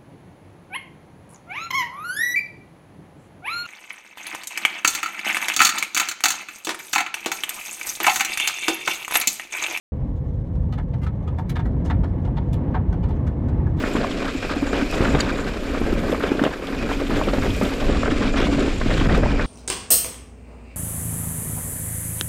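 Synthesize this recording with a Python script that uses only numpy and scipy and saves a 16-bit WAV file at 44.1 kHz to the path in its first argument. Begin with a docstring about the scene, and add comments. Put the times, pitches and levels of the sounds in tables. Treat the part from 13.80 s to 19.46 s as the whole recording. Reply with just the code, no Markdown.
"""A drumming, crunching, clattering ride: a mountain bike coasts down a rocky desert trail.
Tread knobs and stones drum on the hollow tyres, gravel crunches and rocks thump the wheels.
The frame clacks, cables rattle, the chain jingles, the rear hub whirrs and dry grass brushes past.
Wind buffets the microphone on the rider's chest. The open ground gives no echo."""
import sys
import numpy as np
from scipy import signal
from scipy.fft import rfft, irfft
from scipy.io import wavfile
from scipy.ndimage import uniform_filter1d, map_coordinates

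SR = 44100
rng = np.random.default_rng(int(sys.argv[2]) if len(sys.argv) > 2 else 0)


def to_wav(sig):
    """Store sig (one row per channel, or 1-D mono) as 16-bit WAV at the path in sys.argv[1].

    Samples outside -1..1 are clipped; the rate is SR.
    """
    pcm = np.clip(np.atleast_2d(sig), -1, 1) * 32767
    pcm = np.round(pcm).astype(np.int16)
    wavfile.write(sys.argv[1], SR, pcm.T)  # frames by channels


N = 249606
TIME = np.arange(N) / SR
HIT_TIME = TIME[:SR // 4]  # the clock for a single hit, in seconds

# A mode is a tone that a struck thing rings with. A fade time (t60) is how long it takes to drop 60 dB.
# modes of the tyre casing and the air inside: (pitch [Hz], level [dB], fade time [s])
TYRE_MODES = [(238, -1.5, 0.22), (276.8, 8, 0.12), (362, -7.5, 0.054), (422, -10.5, 0.13), (552, -5, 0.058),
              (697, -20, 0.046)]
# modes of the frame and handlebar: (pitch [Hz], level [dB], fade time [s])
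FRAME_MODES = [(620, -3, 0.049), (1073, -4.5, 0.17), (1310, -3, 0.018), (1558, 6, 0.03),
               (1697, -1.5, 0.053), (2190, -4, 0.027)]
# rocks under the wheels: (time [s], level [dB], pitch [Hz], tyre ring [dB], length [cycles])
ROCK_HITS = [(.036, -15.5, 262, -10, 1.9), (.151, -9.5, 288, -12, 1.1), (.547, -17, 280, -12, 3),
             (0.764, -15.5, 274, -11, 2.4), (.822, -12.5, 276, -6, 3.5), (.930, -12, 378, -21, 0.83),
             (1.024, -19.5, 270, 5, 2.9), (1.128, -22, 290, -6, 2.4), (1.206, -4.5, 233, -13, 0.58),
             (1.28, -16, 214, -15, 2.1), (1.343, -21.5, 280, 11.5, 2.5), (1.348, -15, 432, -4, 3.3),
             (2.014, -9.5, 288, -21, 0.9), (2.127, -9.5, 320, -18, 1.6), (2.295, -13, 342, -18, 1.4),
             (2.328, -8, 480, -13, 1.6), (2.436, -11, 422, -7, 2.8), (2.517, -4, 322, -17, 1.04),
             (2.552, -14.5, 328, -18, 1.1), (2.583, -21.5, 400, 8, 1.5), (2.615, -8, 273, -11, 1.8),
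             (2.636, -11, 300, -12, 0.7), (2.651, -21, 443, -21, 0.84), (2.664, -8.5, 408, -27, 0.77),
             (3.335, -21, 258, -2, 0.78), (3.483, -17, 268, -16, 2.1), (3.535, -13, 540, -9, 1.4),
             (3.584, -17, 304, 3, 0.52), (3.659, -23, 450, 3, 1.8), (3.695, -15.5, 269, -13, 1.3),
             (3.813, -14, 430, -10, 0.67), (3.827, -11, 230, -7, 2.1), (4.014, -17, 242, -16, 3.3),
             (4.279, -14.5, 447, -16, 2.6), (4.319, -13.5, 272, -10, 2.6), (4.407, -16, 246, -2, 1.9),
             (4.468, -12.5, 236, -17, 2.4), (4.54, -17.5, 586, 3, 2.6), (4.601, -12.5, 395, -10, 2.4),
             (4.652, -15, 235, -11, 2.1), (4.724, -12.5, 275, -14, 1.3), (4.781, -16.5, 570, -10, 2.8),
             (4.814, -16, 280, -12, 1.5), (4.876, -15, 312, -12, 2), (5.06, -10.5, 258, -14, 1.26),
             (5.212, -11.5, 284, -10, 1.6), (5.300, -14, 243, -14, 1.4), (5.35, -17, 222, -10, 1.3),
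             (5.378, -13, 458, -18, 2.3), (5.431, -16.5, 565, -17, 3.1)]
# chain and stones hitting the frame: (time [s], level [dB], pitch [Hz], chatter [dB])
FRAME_HITS = [(.037, -19, 1350, 1.5), (.061, -24, 1970, -6), (.152, -24, 1000, 1.5), (.167, -23, 1200, -3),
              (.245, -15.5, 1080, -18), (.827, -25, 1060, -9), (.931, -19, 1480, -11),
              (1.238, -30, 1560, 0), (1.252, -23, 1650, 5), (1.282, -22.5, 1600, 1), (1.347, -14, 850, -3),
              (1.384, -24, 1200, -4), (1.397, -26, 1070, 9.5), (1.587, -26, 1250, -1),
              (1.948, -20.5, 1180, -15), (2.329, -32, 780, -16), (2.346, -19, 1180, -6),
              (2.405, -22, 1360, -1), (2.438, -18, 1420, -13), (2.594, -14.5, 1520, -10),
              (2.638, -11.5, 1370, -18), (2.651, -19, 1700, -15), (2.664, -15.5, 1130, -11),
              (2.676, -28, 1000, -17), (3.114, -18, 1000, -10), (3.305, -22, 1050, -6),
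              (3.413, -14.5, 1040, -21), (3.485, -22.5, 1180, -12), (3.548, -26, 950, -5),
              (3.583, -23, 900, -1), (3.813, -21.5, 870, -4), (3.821, -25, 1290, 0),
              (4.232, -13.5, 1260, -8), (4.258, -17.5, 1400, -5), (4.263, -21, 1380, -13),
              (4.278, -17, 1450, -3), (4.540, -23.5, 1370, 1), (4.571, -23, 1400, 2),
              (4.627, -20, 1450, -3), (4.668, -21, 1160, -6), (4.728, -21.5, 820, -5),
              (5.012, -21.5, 1170, 4), (5.111, -19.5, 1580, -12), (5.204, -29, 1050, 6),
              (5.254, -25, 1460, 5), (5.294, -19, 1340, 2), (5.432, -24, 1190, 4), (5.459, -14.5, 880, -17),
              (5.594, -19, 1300, 0)]


def undb(db):
    """Turn decibels into a gain to multiply by."""
    return 10 ** (np.asarray(db) / 20)


def unit(x):
    """Scale to an average (rms) level of 1."""
    return x / np.sqrt(np.mean(x ** 2))


def peak_one(x):
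    """Scale to a peak of 1."""
    return x / np.abs(x).max()


def even(x, span_s):
    """Hold the average level near 1, ironing out swells slower than span_s."""
    return x / np.sqrt(uniform_filter1d(x ** 2, max(int(span_s * SR), 2)) + 1e-9)


def add(track, s, sound):
    """Mix a sound in at s seconds."""
    start = int(np.clip(s * SR, 0, N - 1))
    track[start:start + len(sound)] += sound[:N - start]


def gains(table):
    """Turn rows of (time [s], level [dB], ...) into one gain curve per level column."""
    times, *columns = np.transpose(table)
    return [undb(np.interp(TIME, times, db)) for db in columns]


def bursts(rows, attack_s, release_s):
    """A gain curve that rises, holds and dies away for each (time [s], length [s], level [dB])."""
    power, age = np.zeros(N), TIME[:SR // 2]
    for s, length, db in rows:
        shape = np.minimum(age / attack_s, 1) * np.exp(-np.maximum(age - length, 0) / release_s)
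        add(power, s, (undb(db) * shape) ** 2)
    return np.sqrt(power)


def colour(x, points):
    """Shape the lows and highs of a sound to an outline of (frequency [Hz], level [dB])."""
    hz, db = np.transpose(points)
    bins = np.linspace(1, SR / 2, 8193)
    outline = undb(np.interp(np.log(bins), np.log(hz), db))
    cepstrum = irfft(np.log(outline))
    # folding this in half makes the filter ring only after a tap, never before
    half = len(cepstrum) // 2
    cepstrum[1:half] *= 2
    cepstrum[half + 1:] = 0
    response = irfft(np.exp(rfft(cepstrum)))
    return unit(signal.fftconvolve(x, response)[:len(x)])


def band(x, lo_hz, hi_hz, order=2):
    """Keep the part of a sound between two frequencies."""
    sos = signal.butter(order, [lo_hz, min(hi_hz, SR / 2 - 1)], "band", fs=SR, output="sos")
    return signal.sosfilt(sos, x)


def fade(t60):
    """Die away by 60 dB in t60 seconds."""
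    return np.exp(-np.log(1000) * HIT_TIME / t60)


def rise(rise_s):
    """Climb softly from 0 towards 1."""
    return 1 - np.exp(-HIT_TIME / rise_s)


def ring(modes):
    """The sound of a thing tapped once: a sum of fading tones."""
    return sum(undb(db) * fade(t60) * np.sin(2 * np.pi * hz * HIT_TIME) for hz, db, t60 in modes)


def resonate(taps, modes):
    """The sound of a thing ringing under a stream of taps."""
    return signal.fftconvolve(taps, ring(modes))[:N]


def swing(hz, cycles):
    """A deadened blow: a few swings that swell and stop."""
    age = HIT_TIME * hz / cycles
    return peak_one(age * np.exp(-age ** 2) * np.sin(2 * np.pi * hz * HIT_TIME))


def walk(rate):
    """A smooth random curve of typical size 1 that turns about rate times a second."""
    step = max(int(SR / rate), 1)
    stairs = np.repeat(rng.standard_normal(N // step + 1), step)
    return unit(uniform_filter1d(stairs, step)[:N])


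def waver(x, depth, rate):
    """Let the pitch wander by about the fraction depth."""
    return map_coordinates(x, [np.cumsum(1 + depth * walk(rate))], mode="mirror")


def contacts(per_s, spread_db):
    """Tiny taps at random times; spread_db sets how much their strengths differ."""
    happens = rng.random(N) < per_s / SR
    sizes = np.minimum(rng.exponential(size=N), 4)
    return happens * rng.choice([-1, 1], N) * undb(spread_db * sizes)


def thin_hiss():
    """A faint, high, flickering hiss comes and goes."""
    # strength of the hiss: (time [s], level [dB])
    levels = [(0, -52), (.15, -54), (.22, -60), (.95, -58), (1.15, -52), (1.45, -59.5), (2.3, -53),
              (2.8, -57), (3.55, -52.5), (3.82, -50.5), (4.07, -53), (4.13, -71), (5.2, -61), (5.66, -76)]
    # its tone: (frequency [Hz], level [dB])
    tone = [(6000, -7), (9000, -4), (11400, -8), (12300, -1), (13300, -11), (15500, -20)]
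    loudness, = gains(levels)
    flickering = rng.standard_normal(N) * undb(2 * walk(rate=96))
    return loudness * colour(flickering, tone)


def wind(level_db=-1):
    """Swirls of air buffet the microphone with a low rumble."""
    # strength of the gusts: (time [s], level [dB])
    gusts = [(0, -27.5), (.5, -31), (1.1, -26.5), (1.33, -21.5), (1.45, -26), (1.85, -28.5), (2.0, -23.5),
             (2.18, -20), (2.35, -30.5), (2.85, -37), (3.0, -27), (3.7, -21), (3.98, -29.5), (4.08, -14),
             (4.25, -23), (4.6, -19), (4.76, -23), (4.95, -21.5), (5.35, -15.5), (5.66, -20.5)]
    # tone of the rumble: (frequency [Hz], level [dB])
    tone = [(10, -14), (25, 4.5), (42, 0), (60, -3.5), (90, -8), (130, -14), (200, -15.5), (400, -24),
            (1500, -99)]
    gust, = gains(gusts)
    return undb(level_db) * gust * even(colour(rng.standard_normal(N), tone), span_s=0.116)


def grass():
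    """Dry stalks flick past in crackling flurries."""
    # grass touching the bike: (time [s], length [s], level [dB])
    brushes = [(1.14, .03, -56), (2.29, .04, -50), (3.08, .07, -51), (3.355, .028, -46.5),
               (3.615, 0.045, -50), (3.73, .16, -47), (4.58, .04, -61)]
    # tone of the stalks: (frequency [Hz], level [dB])
    tone = [(3000, -29), (5500, 5), (7800, 4), (10000, -8), (12400, -2), (15500, -13)]
    flicks = contacts(per_s=6800, spread_db=2) * undb(3 * walk(rate=100))
    return bursts(brushes, attack_s=0.0088, release_s=0.012) * even(colour(flicks, tone), span_s=0.06)


def chain(grit, level_db=-2, shiver_db=-12.5):
    """The slack chain shivers along with the grit and jingles at each jolt."""
    # jolts that fling the chain about: (time [s], length [s], level [dB])
    jolts = [(.13, 0.031, -43), (.56, 0.028, -46), (.78, 0.029, -47.5), (.86, 0.066, -46), (1.14, .03, -46),
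             (1.23, 0.13, -48), (1.52, 0.093, -48), (3.36, 0.034, -46), (3.72, 0.17, -54),
             (4.195, 0.031, -47), (4.37, .03, -47), (4.52, .012, -42), (4.705, 0.024, -47),
             (4.93, .015, -46)]
    # modes of the links: (pitch [Hz], level [dB], fade time [s])
    link_modes = [(7010, 4, 0.018), (7310, 7, 0.01), (7500, -1, 0.006)]
    shaking = np.hypot(undb(shiver_db) * grit, bursts(jolts, attack_s=0.0057, release_s=0.017))
    clinks = contacts(per_s=1600, spread_db=3.5) * undb(2 * walk(rate=100))
    return undb(level_db) * shaking * unit(band(resonate(clinks, link_modes), 4100, 11300))


def chain_ticks(top_db=-14):
    """Links slap a cog: many tiny contacts make one short, bright tick."""
    # slaps of the chain: (time [s], level [dB])
    slaps = [(1.110, -27), (1.153, -33), (1.232, -33), (2.637, -27), (2.869, -37), (5.349, -37),
             (5.374, -28.5)]
    out = np.zeros(N)
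    for s, db in slaps:
        links = rng.standard_normal(len(HIT_TIME)) * rise(0.0037) * fade(0.021)
        tick = peak_one(band(links, 3600, 8100))
        top = peak_one(band(links, 9400, 12700, order=3))
        add(out, s, undb(db) * (tick + undb(top_db) * top))
    return out


def freehub(loudness, ticks_per_s=820):
    """Small catches tick over a toothed ring in the coasting rear hub and make its shell whirr."""
    # modes of the hub shell: (pitch [Hz], level [dB], fade time [s])
    shell_modes = [(2424, -0.5, 0.019), (2530, -7, 0.0064), (4920, -1.5, 0.0035)]
    tick_rate = ticks_per_s * (1 + 0.045 * walk(rate=15) + 0.1 * walk(rate=700))
    teeth_passed = np.floor(np.cumsum(tick_rate / SR))
    uneven_db = 4 * rng.standard_normal(N) + 3 * walk(rate=34)
    ticks = np.diff(teeth_passed, prepend=0) * undb(uneven_db)
    shell = waver(resonate(ticks, shell_modes), depth=0.02, rate=32)
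    return loudness * unit(band(shell, 1820, 6400))


def scrapes():
    """Tread knobs catch and slip on rough rock in a dense rasp."""
    # slides over bare rock: (time [s], length [s], level [dB])
    slides = [(.945, 0.043, -36.5), (2.475, .018, -37), (3.115, 0.017, -35), (3.335, 0.04, -37.5),
              (4.56, 0.095, -32.5), (5.083, .085, -37), (5.173, 0.04, -32), (5.325, 0.049, -40)]
    # tone of the rasp: (frequency [Hz], level [dB])
    tone = [(1200, -21), (1900, 3.5), (2400, 5), (3400, 5.5), (4700, -15), (6000, -10), (11000, -35)]
    slips = contacts(per_s=3700, spread_db=0) * undb(3 * walk(rate=170))
    return bursts(slides, attack_s=0.0051, release_s=0.0087) * even(colour(slips, tone), span_s=0.046)


def rattles():
    """Cables and levers bounce against the handlebar in a rough, woody clatter."""
    # rattling after hard jolts: (time [s], length [s], level [dB])
    jolts = [(1.15, 0.097, -41), (1.348, 0.024, -24), (2.29, 0.033, -41), (2.44, 0.032, -32),
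             (2.645, 0.028, -25), (3.39, 0.034, -25), (4.6, .07, -44), (5.25, 0.018, -35),
             (5.295, 0.093, -30), (5.428, 0.0094, -21.5)]
    # modes of the cables and levers: (pitch [Hz], level [dB], fade time [s])
    lever_modes = [(540, 0, 0.034), (657, 6, 0.027), (740, -12, 0.038), (1170, -4, 0.02), (1420, -15, .02)]
    bounces = even(resonate(contacts(per_s=700, spread_db=1), lever_modes), span_s=0.012)
    return bursts(jolts, attack_s=0.0058, release_s=0.0077) * bounces


def snaps(level_db=1, band_ratio=1.14, spray_db=-19):
    """A pebble grates under the tread and springs free with a spray of fine grit."""
    # escaping pebbles: (time [s], level [dB], pitch [Hz])
    escapes = [(.164, -28, 3280), (0.311, -25, 3250), (.6235, -36, 3040), (1.136, -27, 3300),
               (1.3473, -24, 3390), (2.3191, -26.5, 3040), (2.4334, -24, 2860), (2.4775, -30, 3080),
               (2.569, -33, 3700), (2.591, -28, 2800), (2.6372, -24.5, 3200), (2.649, -23, 2800),
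               (2.675, -29, 3020), (2.869, -28, 3250), (3.265, -28.5, 3200), (3.434, -26, 3000),
               (3.484, -27, 3140), (3.7027, -24.5, 3160), (3.8492, -27, 3330), (4.301, -26, 3200),
               (4.4777, -27, 3460), (4.582, -25, 3470), (4.6, -21, 3040), (4.655, -24, 3300),
               (5.136, -25, 3900), (5.189, -31, 3000)]
    out = np.zeros(N)
    for s, db, hz in escapes:
        grating = rng.choice([-1., 1.], len(HIT_TIME)) * rise(0.0013)
        pebble = peak_one(band(grating * fade(0.04), hz / band_ratio, hz * band_ratio))
        spray = peak_one(band(grating * fade(0.027), 5200, 8400))
        add(out, s, undb(db + level_db) * (pebble + undb(spray_db) * spray))
    return out


def ping(scrape_db=-9, spit_db=-19, db_per_octave=13):
    """A flung stone grazes metal, strikes it twice and skips off."""
    # each touch rings the modes near its own pitch most: (time [s], level [dB], pitch [Hz])
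    touches = [(1.392, -30, 8600), (1.4015, -25, 8600), (1.4045, -13.5, 6900), (1.4065, -12, 4500),
               (1.414, -30, 3500)]
    # modes of the metal part: (pitch [Hz], level [dB], fade time [s])
    metal_modes = [(3090, -9, 0.041), (3720, -7, 0.048), (4080, -7, .03), (4500, -3, 0.014),
                   (4640, 2, 0.016), (5766, -13, 0.062), (6740, -18, .035), (6900, 4, 0.012),
                   (7840, -8.5, 0.035), (8900, -19, .03), (9660, -23, .04)]
    out, press = np.zeros(N), rise(0.00057)
    for s, db, touch_hz in touches:
        modes = [(hz, mode_db - db_per_octave * abs(np.log2(hz / touch_hz)), t60)
                 for hz, mode_db, t60 in metal_modes]
        grazing = rng.standard_normal(len(HIT_TIME)) * press
        scrape = undb(scrape_db) * peak_one(band(grazing * fade(0.04), 1700, 4900))
        spit = undb(spit_db) * peak_one(band(grazing * fade(0.025), 4500, 8600))
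        add(out, s, undb(db) * (peak_one(press * ring(modes)) + scrape + spit))
    return out


def shudders():
    """Blows come too fast for the front suspension to recover and merge into a heavy rumble."""
    # runs of rocks: (time [s], length [s], level [dB])
    rock_runs = [(.155, 0.064, -32), (1.205, 0.023, -23.5), (2.615, 0.013, -27), (3.35, 0.034, -27),
                 (3.68, 0.025, -22.5), (5.06, 0.18, -24), (5.26, 0.081, -19.5), (5.37, 0.18, -26)]
    # modes of the bending fork and frame: (pitch [Hz], level [dB], fade time [s])
    fork_modes = [(109, 2, 0.15), (138, 3, 0.076), (181, -0.5, 0.065)]
    flexing = even(resonate(contacts(per_s=480, spread_db=-2), fork_modes), span_s=0.052)
    return bursts(rock_runs, attack_s=0.0027, release_s=0.0097) * flexing


def landing(at_s=1.343):
    """Bike and rider drop off a ledge and land with their whole weight in one deep thud."""
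    thud, weight = (145, -7, 0.083), (64, -17, 0.26)  # (pitch [Hz], level [dB], fade time [s])
    out = np.zeros(N)
    add(out, at_s, -ring([thud, weight]))
    return out


def clacks(level_db=1, cycles=2.22, ring_db=-11, flex_db=-4, flex_hz=620):
    """A hard knock flexes the frame, rings it briefly and sets loose parts chattering."""
    out = np.zeros(N)
    frame = undb(ring_db) * peak_one(ring(FRAME_MODES)) + undb(flex_db) * swing(flex_hz, cycles)
    settling = rise(0.0028) * fade(0.044)
    for s, db, hz, chatter_db in FRAME_HITS:
        loose_parts = rng.choice([-1., 1.], len(HIT_TIME)) * settling
        chatter = peak_one(band(loose_parts, 960, 2120, order=3))
        add(out, s, undb(db + level_db) * (swing(hz, cycles) + frame + undb(chatter_db) * chatter))
    return out


def thumps(slap_db=-13, thud_db=-18, thud_hz=145, thud_t60=0.07):
    """A rock dents the tyre: the casing swings, rubber slaps and the air inside rings over a thud."""
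    out = np.zeros(N)
    tyre_ring = peak_one(ring(TYRE_MODES))
    thud = ring([(thud_hz, thud_db, thud_t60)])
    for s, db, hz, ring_db, cycles in ROCK_HITS:
        slap = peak_one(band(rng.standard_normal(len(HIT_TIME)), 360, 1050) * fade(0.054))
        body = swing(hz, cycles) + undb(ring_db) * tyre_ring + thud
        add(out, s, -undb(db) * (body + undb(slap_db) * slap))
    return out


def pebbles(per_s=550, spread_db=2.3, cycles=4, lowest_hz=750):
    """Loose pebbles click together; small ones are higher and a little weaker."""
    out, t = np.zeros(N), TIME[:SR // 40]
    for when, smallness, softness, length in rng.random((int(per_s * N / SR), 4)):
        hz = lowest_hz * 6 ** smallness
        age = t * hz / (cycles * (0.5 + length))
        strength = undb(-spread_db * np.log(0.03 + softness)) * (lowest_hz / hz) ** 0.074
        click = age * np.exp(-age ** 2) * np.sin(2 * np.pi * hz * t)
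        add(out, when * N / SR, strength * click)
    return even(out, span_s=0.235)


def gravel(crunch, grit, stones_db=-2, frame_db=-9, pebbles_db=-4, sand_db=1.5):
    """Stones grind in clumps under the tread and shake the frame; sand crackles along."""
    # tone of the stones: (frequency [Hz], level [dB])
    stone_tone = [(300, -13), (650, -37), (950, -0.5), (1250, 5.5), (1600, 4), (2100, -4), (2800, -17.5),
                  (4000, -14.5), (9000, -75)]
    # tone of the sand: (frequency [Hz], level [dB])
    sand_tone = [(1000, -26), (2200, 3), (3100, 0), (4200, -4.5), (5200, -7.5), (6200, -12), (8200, -15),
                 (9500, -24.5), (11500, -26), (13000, -52), (15500, -51)]
    clumps = walk(rate=90)
    grinding = contacts(per_s=4000, spread_db=1) * undb(2.5 * clumps)
    stones = even(colour(grinding, stone_tone), span_s=0.14)
    frame = even(resonate(contacts(per_s=300, spread_db=1), FRAME_MODES), span_s=0.23)
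    grains = contacts(per_s=12000, spread_db=2) * undb(1.82 * clumps)
    sand = even(colour(grains, sand_tone), span_s=0.11)
    coarse = undb(stones_db) * stones + undb(frame_db) * frame + undb(pebbles_db) * pebbles()
    return crunch * coarse + undb(sand_db) * grit * sand


def tyres(drumming, hum, casing_db=-3, air_db=-1):
    """Knobs and small stones patter on the rubber casing and keep the air inside humming."""
    # tone of the patter: (frequency [Hz], level [dB])
    tread_tone = [(50, -26), (110, -19), (190, -0.5), (300, 2.5), (420, 4.5), (580, 0.5), (750, -6),
                  (1000, -27.5), (2000, -17.5), (5000, -70)]
    patter = contacts(per_s=900, spread_db=2) * undb(2 * walk(rate=54))
    casing = even(colour(patter, tread_tone), span_s=0.1)
    air = even(resonate(contacts(per_s=500, spread_db=3), TYRE_MODES), span_s=0.045)
    return undb(casing_db) * drumming * casing + undb(air_db) * hum * air


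def grip(dip_db=-4, lead_s=0.0173, gap_s=0.0072):
    """A gain that dips just before each thump or clack, as the tyre skips over a gap."""
    skips = np.zeros(N)
    for s, *_ in ROCK_HITS + FRAME_HITS:
        add(skips, s - lead_s, np.ones(1))
    airborne = signal.fftconvolve(skips, np.hanning(int(gap_s * SR) + 3), "same")
    return undb(dip_db * np.minimum(airborne, 1))


def wheels(drumming, grit, whirr, hum_db=-5.5, loose_db=-10.5, spray_db=-11, judder_db=-27):
    """The wheels roll on; each stony patch loads the tyres, crunches, sprays grit and shakes the hub."""
    # patches of stones: (time [s], length [s], crunch [dB], drumming [dB])
    patches = [(0.044, 0.042, -43, -40), (0.16, 0.081, -35, -23.5), (0.4, 0.025, -32.5, -24.5),
               (0.444, 0.042, -31.5, -35), (0.623, 0.024, -31.5, -27), (0.692, 0.044, -30, -28.5),
               (0.864, .025, -36.5, -32), (0.927, 0.084, -31, -22), (1.123, 0.1, -34, -24),
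               (1.211, 0.047, -27.5, -23), (1.308, 0.19, -34, -39), (1.664, 0.014, -35, -43),
               (1.925, 0.037, -33.5, -23), (2.058, 0.022, -40, -21), (2.227, 0.058, -37, -23),
               (2.313, 0.026, -46, -24), (2.423, 0.07, -33, -29), (2.615, 0.043, -31, -22),
               (2.702, 0.042, -35.5, -31), (2.819, .01, -37, -27), (2.873, 0.018, -36.5, -30),
               (2.921, 0.024, -35, -25.5), (3.013, 0.055, -36.5, -28), (3.088, 0.038, -32.5, -29),
               (3.19, 0.036, -36, -24.5), (3.293, 0.098, -33, -23), (3.47, 0.017, -32.5, -19),
               (3.527, 0.022, -33, -22), (3.619, 0.048, -31.5, -20.5), (3.807, 0.058, -32.5, -23),
               (3.894, 0.059, -37, -29.5), (4.01, 0.033, -34.5, -25), (4.08, 0.091, -34, -21.5),
               (4.309, 0.012, -29, -36), (4.408, 0.056, -30, -23), (4.554, 0.091, -29.5, -23),
               (4.78, 0.1, -34.5, -22), (5.085, 0.036, -32, -23.5), (5.173, 0.033, -29.5, -25),
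               (5.286, 0.09, -30, -23), (5.388, 0.078, -45, -34), (5.5, 0.031, -33.5, -26),
               (5.589, 0.061, -32, -35)]
    # air humming inside the rolling tyres: (time [s], level [dB])
    hum_levels = [(0, -28.5), (.45, -27.5), (.62, -40), (.72, -34), (.9, -27.5), (1.1, -33), (1.3, -21),
                  (1.5, -27), (1.8, -34), (1.89, -28.5), (1.97, -31), (2.2, -27.5), (2.55, -28),
                  (2.68, -29), (2.78, -41), (2.95, -27.5), (3.32, -27.5), (3.6, -25.5), (3.72, -28.5),
                  (4.0, -27.5), (4.2, -24), (4.5, -27), (4.77, -19), (4.88, -27.5), (4.98, -32),
                  (5.15, -29), (5.3, -24.5), (5.66, -27)]
    crunch = bursts(np.array(patches)[:, [0, 1, 2]], attack_s=0.0035, release_s=0.02)
    load = bursts(np.array(patches)[:, [0, 1, 3]], attack_s=0.0076, release_s=0.018)
    hum, = gains(hum_levels)
    # hypot adds two levels the way unrelated noises add up
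    rubber = tyres(np.hypot(drumming, load), np.hypot(hum, undb(hum_db) * load))
    stone_gain = np.hypot(undb(loose_db) * drumming, crunch)
    sand_gain = np.hypot(grit, undb(spray_db) * crunch)
    hub = freehub(np.hypot(whirr, undb(judder_db) * crunch))
    return grip() * (rubber + gravel(stone_gain, sand_gain)) + hub


def scene():
    """Mix the rolling, the knocks, the wind and the hiss into one close, echo-free channel."""
    # the ride between rough spots: (time [s], tyre drumming [dB], fine grit [dB], hub whirr [dB])
    ride = [(0, -25.5, -40.5, -42), (.35, -28, -41, -45.5), (.6, -31.5, -41, -42),
            (.85, -27.5, -43.5, -37.5), (1.1, -29, -40, -36.5), (1.3, -24.5, -39, -38),
            (1.55, -24.5, -42.5, -43.5), (1.82, -29, -43, -46), (2.1, -26, -43, -44),
            (2.55, -26.5, -44, -43), (2.68, -31.5, -45.5, -49), (2.8, -31, -47.5, -51),
            (3.0, -30, -45.5, -42), (3.12, -27, -41.5, -41), (3.22, -31.5, -42.5, -50),
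            (3.5, -26, -40, -45), (3.77, -30.5, -40, -41.5), (4.1, -26.5, -39.5, -45.5),
            (4.21, -28, -38.5, -35), (4.28, -25, -39.5, -48), (4.42, -25.5, -37, -36),
            (4.52, -29.5, -41, -35.5), (4.65, -26.5, -38.5, -39), (4.75, -24.5, -36.5, -45),
            (4.86, -28, -37, -43), (4.98, -31, -40, -52), (5.15, -24, -37, -43.5),
            (5.66, -27, -45.5, -38.5)]
    drumming, grit, whirr = gains(ride)
    rolling = wheels(drumming, grit, whirr) + chain(grit) + scrapes() + grass()
    knocks = thumps() + shudders() + landing() + clacks() + rattles() + snaps() + chain_ticks() + ping()
    return (rolling + knocks + wind() + thin_hiss())[None]


def record(dry, ceiling=0.66, top_hz=15600):
    """The chest camera rounds off the loudest peaks and cuts the highest treble."""
    rounded = ceiling * np.tanh(dry / ceiling)
    low_pass = signal.ellip(10, 0.2, 80, top_hz, fs=SR, output="sos")
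    return signal.sosfilt(low_pass, rounded)


dry = scene()
out = record(dry)
to_wav(out)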